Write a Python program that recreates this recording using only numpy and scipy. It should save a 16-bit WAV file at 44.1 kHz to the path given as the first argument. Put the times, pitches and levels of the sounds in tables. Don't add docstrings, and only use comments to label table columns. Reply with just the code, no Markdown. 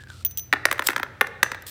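import sys
import numpy as np
from scipy import signal
from scipy.fft import rfft, irfft
from scipy.io import wavfile

SR = 44100
rng = np.random.default_rng(int(sys.argv[2]) if len(sys.argv) > 2 else 0)


def dump(signal):
    limited = np.clip(np.atleast_2d(signal).T, -1, 1)
    pcm = np.round(limited * 32767).astype(np.int16)
    wavfile.write(sys.argv[1], SR, pcm)


N = 74970
T = np.arange(N) / SR
SHORT = T[:SR // 10]

# frequency in Hz, relative level in dB.
ROOM_TONE_SPECTRUM = [(25, -16), (60, -17), (110, 3.5), (170, -8), (350, -14), (800, -24.5), (2000, -24),
                      (6000, -35), (16000, -44.5)]
# frequency in Hz, base level in dB.
HUM_TONES = [(87, -52.5), (63.4, -59.5), (122.8, -57.5)]
# time in seconds, gain in dB.
HUM_SWELL = [(0, 2.5), (.3, 4.5), (.45, -1), (1.0, -3), (1.7, -1.5)]
# frequency in Hz, level in dB, time to fall 60 dB (t60) in seconds.
ROOM_TAIL = [(152, -15.5, 0.74), (442, -6.5, .9), (970, -15.5, 1), (1575, -14, 1), (3200, -19, 1),
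             (7000, -17.5, 0.41), (14800, -22, 0.14)]
# delay in seconds, gain in dB.
WALL_ECHOES = [(0.0142, -17.5), (.0170, -27.5), (.0315, -21), (0.0343, -23.5)]

# start in seconds, gain in dB, treble cutoff in Hz.
ACTION_CLICKS = [(.0370, -31.5, 4900), (.0720, -34, 3770), (.1015, -25, 5000), (.2110, -38.5, 8000),
                 (.8662, -14, 9000), (.8693, -7.5, 19100), (.8715, -2.5, 19000), (1.6230, -32.5, 16200),
                 (1.6665, -37, 15800)]
# frequency in Hz, relative level in dB.
STEEL_SPECTRUM = [(500, -8.5), (1500, -10.5), (3500, 3.5), (5400, 2.5), (6500, -2.5), (7700, 4.5),
                  (9500, 2.5), (11500, -2.5), (13900, 8.5), (15500, -3), (17000, -20.5)]
# frequency in Hz, relative level in dB, t60 in seconds.
STEEL_RING = [(7600, -22, .025), (13190, -22, .025), (13882, -18, .03)]
# start and end in seconds, first and last gain in dB, cutoff in Hz.
METAL_SLIDES = [(0, 0.025, -50, -46.5, 4950), (0.081, 0.23, -49.5, -50, 6500),
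                (0.835, 0.868, -47.5, -34.5, 15650), (0.881, 0.932, -38, -51, 16000),
                (1.663, 1.726, -34, -46, 15700)]
# time in seconds, frequency in Hz, level in dB.
EJECTOR_SQUEAK = [(0, 1720, -48), (.06, 1610, -63.5), (.105, 1513, -46.5), (0.138, 1358, -52),
                  (.19, 1385, -57.5), (.24, 1320, -80)]

# start in seconds, gains in dB of the tick,
# the low mode and the high mode, time left free to ring in seconds.
CASE_CLINKS = [(0.249, -19.5, -34, -17.5, 0.017), (0.2634, -25, -39, -30, 0.1),
               (.3105, -34.5, -37, -63, 0.18), (.3195, -46, -53, -70, 0.078), (0.3738, -21.5, -30, -27, .3),
               (0.3835, -27, -29, -35, 0.14), (0.3951, -26.5, -63, -30, 0.074), (1.431, -28, -35, -53, .2)]
# frequency in Hz, relative level in dB.
CLINK_SPECTRUM = [(620, -50), (1450, -14), (2350, -14.5), (3150, 4.5), (4700, -7), (7100, -7), (9300, 5),
                  (12400, -5.5), (15100, -3), (17000, -6)]
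# start in seconds, knock gain in dB, tick gain in dB,
# pitch in Hz, lag of the near reflection in milliseconds, gain of the knock in that reflection in dB.
LANDINGS = [(.5276, -1, -22, 1850, 2.4, -12), (.5343, -6, -27, 1850, 1.9, 2),
            (.6540, 0, -9, 1900, 2.4, -10), (.7130, -6, -16, 2050, 2.2, -6),
            (.7259, -9, -16, 1850, 2.7, -8), (.7802, -22, -35, 2000, 2.7, -7),
            (.7932, -5, -20, 1800, 2.5, -8), (.8218, -14, -29, 1750, 2.7, -9),
            (.8866, -3, -18, 1850, 1.7, -6), (.8978, -14, -30, 1650, 1.8, -8),
            (.9044, -15, -25, 1750, 2.5, -4), (.9320, -18, -35, 1750, 1.7, -8),
            (.9622, -9, -23, 1600, 2.7, -4), (.9794, -19, -30, 1650, 2.5, -4),
            (.9978, -14, -31, 1650, 1.8, -5), (1.0309, -10, -24, 1600, 2.6, -9),
            (1.2106, 1.5, -13, 1800, 3.07, -1), (1.2691, -20, -32, 1850, 2.7, -8),
            (1.4289, -10, -28, 1850, 2.0, -4), (1.4300, 1, -9, 1850, 2.8, -7),
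            (1.5173, -14, -24, 1750, 2.6, -9), (1.5461, -20, -35, 1750, 2.8, -9)]
# frequency in Hz, relative level in dB, t60 in seconds.
WOOD_MODES = [(321, -16, 0.015), (481, -11.5, 0.0094), (832, -7, 0.0081), (1104, -2.5, 0.0058),
              (1884, 4, 0.0045), (3055, -4.5, 0.0031), (3710, -5.5, 0.0043)]
USUAL_PITCH_HZ = 1898
# frequency in Hz, relative level in dB.
TICK_SPECTRUM = [(2000, -15), (4500, -0.5), (7000, -4), (11000, -5), (15000, -4), (17000, -21)]
# frequency in Hz, relative level in dB, t60 in seconds.
LANDED_CASE_MODES = [(6062, -44, .22), (14780, -50, .1)]


def from_db(db):
    return 10 ** (np.asarray(db) / 20)


def unit_rms(x):
    return x / np.sqrt(np.mean(x ** 2) + 1e-20)


def add(out, start, x):
    i = int(np.clip(round(start * SR), 0, N))
    out[i:i + len(x)] += x[:N - i]


def lowpass(x, hz):
    return signal.sosfilt(signal.butter(2, min(hz, SR / 2 - 100), fs=SR, output="sos"), x)


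def colour(x, spectrum):
    hz, db = np.transpose(spectrum)
    f = np.maximum(np.fft.rfftfreq(len(x), 1 / SR), 1)
    gain = from_db(np.interp(np.log(f), np.log(hz), db))
    return unit_rms(irfft(rfft(x) * gain, len(x)))


def decay(t, t60):
    return np.exp(-np.log(1000) * t / t60)


def mode(t, hz, t60):
    return np.sin(2 * np.pi * hz * t) * decay(t, t60)


def burst(spectrum, t60):
    envelope = decay(SHORT, t60)
    x = colour(rng.standard_normal(len(SHORT)), spectrum) * envelope
    return x * np.sqrt(np.sum(envelope ** 2) / np.sum(x ** 2))


def wander(hz):
    return unit_rms(lowpass(rng.standard_normal(N + SR), hz)[SR:])


def room_tone(waver=0.17, noise_db=-51.5):
    hum = np.zeros(N)
    for hz, db in HUM_TONES:
        phase = 2 * np.pi * (hz * T + rng.random()) + waver * wander(3.9)
        hum += from_db(db) * np.sqrt(2) * np.sin(phase) * (1 + waver * wander(2.5))
    swell = from_db(np.interp(T, *np.transpose(HUM_SWELL)))
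    return hum * swell + from_db(noise_db) * colour(rng.standard_normal(N), ROOM_TONE_SPECTRUM)


def room_reverb(x, onset_s=0.001, echo_cutoff_hz=2600):
    hz, db, t60 = np.transpose(ROOM_TAIL)
    f = np.fft.rfftfreq(N, 1 / SR)
    white = rfft(rng.standard_normal(N))
    edges_hz = np.geomspace(80, 18000, 17)
    tail = np.zeros(N)
    for low, high in zip(edges_hz, edges_hz[1:]):
        log_centre = np.log(low * high) / 2
        band = irfft(white * (f >= low) * (f < high), N)
        envelope = decay(T, np.interp(log_centre, np.log(hz), t60)) * (1 - np.exp(-T / onset_s))
        gain = from_db(np.interp(log_centre, np.log(hz), db))
        tail += gain * band * envelope / np.sqrt(np.sum(envelope ** 2))
    out = signal.fftconvolve(x, tail)[:N]
    dull = lowpass(x, echo_cutoff_hz)
    for delay, echo_db in WALL_ECHOES:
        add(out, delay, from_db(echo_db) * dull)
    return out


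def steel_clicks():
    out = np.zeros(N)
    ring = sum(from_db(db) * mode(SHORT, hz, t60) for hz, db, t60 in STEEL_RING)
    for start, db, cutoff_hz in ACTION_CLICKS:
        strike = from_db(-2.5) * burst(STEEL_SPECTRUM, t60=0.0067)
        add(out, start, from_db(db) * lowpass(strike + ring, cutoff_hz))
    return out


def metal_scrapes(grains_per_s=1600):
    out = np.zeros(N)
    grains = (rng.random(N) < grains_per_s / SR) * rng.choice([-1, 1], N)
    grain_db = -0.5 * np.minimum(rng.exponential(1, N), 4)
    scrape = colour(grains * from_db(grain_db), STEEL_SPECTRUM)
    for start, end, first_db, last_db, cutoff_hz in METAL_SLIDES:
        pressure = (T >= start) * (T < end) * from_db(np.interp(T, [start, end], [first_db, last_db]))
        out += lowpass(scrape, cutoff_hz) * lowpass(pressure, 100)
    return out


def ejector_squeak(width_hz=90, knock_db=-7.5):
    times, hz, db = np.transpose(EJECTOR_SQUEAK)
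    phase = 2 * np.pi * np.cumsum(np.interp(T, times, hz)) / SR
    rub = unit_rms(wander(width_hz) * np.sin(phase) + wander(width_hz) * np.cos(phase))
    out = rub * from_db(np.interp(T, times, db)) * (T < times[-1])
    for start, click_db, _ in ACTION_CLICKS:
        if start < times[-1]:
            ring = mode(SHORT, np.interp(start, times, hz), t60=0.041)
            add(out, start, from_db(click_db + knock_db) * ring)
    return out


def ringing_cases(low_hz=6062, high_hz=14772, split_hz=22, twin_db=-11):
    out = np.zeros(N)
    low = mode(T, low_hz, t60=0.24)
    high = mode(T, high_hz, t60=0.18) + from_db(twin_db) * mode(T, high_hz + split_hz, t60=0.18)
    for start, tick_db, low_db, high_db, free_s in CASE_CLINKS:
        ring = from_db(low_db) * low + from_db(high_db + 3) * high
        damping = decay(np.maximum(T - free_s, 0), t60=0.014)
        add(out, start, ring * damping)
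        add(out, start, from_db(tick_db - 0.5) * burst(CLINK_SPECTRUM, t60=0.012))
    return out


def board_radiation(x, bass_lag_s=0.00488, lag_below_hz=469, low_cut_hz=235):
    f = np.fft.rfftfreq(len(x), 1 / SR)
    lag = bass_lag_s / (1 + (f / lag_below_hz) ** 2)
    phase = 2 * np.pi * (np.cumsum(lag) - lag[0]) * f[1]
    dispersed = irfft(rfft(x) * np.exp(-1j * phase), len(x))
    return signal.sosfilt(signal.butter(3, low_cut_hz, "high", fs=SR, output="sos"), dispersed)


def wood_knock(pitch_hz, scatter_db=1.5, contact_hz=3790):
    wood = np.zeros(len(SHORT))
    for k, (usual_hz, db, t60) in enumerate(WOOD_MODES):
        hz = usual_hz * pitch_hz / USUAL_PITCH_HZ
        velocity = np.diff(mode(SHORT, hz, t60), prepend=0) * SR / (2 * np.pi * hz)
        wood += (-1) ** k * from_db(db + scatter_db * rng.normal()) * velocity
    return board_radiation(lowpass(wood, contact_hz))


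def cases_on_wood(tick_t60=0.0016, near_tick_db=4.5, second_reflection_db=-12):
    out = np.zeros(N)
    for start, knock_db, tick_db, pitch_hz, lag_ms, near_knock_db in LANDINGS:
        knock = from_db(knock_db) * wood_knock(pitch_hz)
        tick_gain = from_db(tick_db - 1)
        tick = tick_gain * burst(TICK_SPECTRUM, tick_t60)
        add(out, start, knock + tick)
        near_tick = tick_gain * from_db(near_tick_db) * burst(TICK_SPECTRUM, tick_t60)
        reflection = near_tick - from_db(near_knock_db) * knock
        lag_s = lag_ms / 1000
        add(out, start + lag_s, reflection)
        add(out, start + 2 * lag_s, -from_db(second_reflection_db) * reflection)
        ring = sum(from_db(db) * mode(T, hz, t60) for hz, db, t60 in LANDED_CASE_MODES)
        add(out, start, from_db(tick_db / 2) * ring)
    return out


def scene(gun_reverb_db=-5.5):
    gun = ringing_cases() + steel_clicks() + metal_scrapes() + ejector_squeak()
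    landings = cases_on_wood()
    reverb = room_reverb(landings + from_db(gun_reverb_db) * gun)
    return (room_tone() + reverb + gun + landings)[None]


def record(dry, stopband_hz=17200):
    limited = dry / (1 + dry ** 6) ** (1 / 6)
    return signal.sosfilt(signal.cheby2(14, 70, stopband_hz, fs=SR, output="sos"), limited)


dry = scene()
out = record(dry)
dump(out)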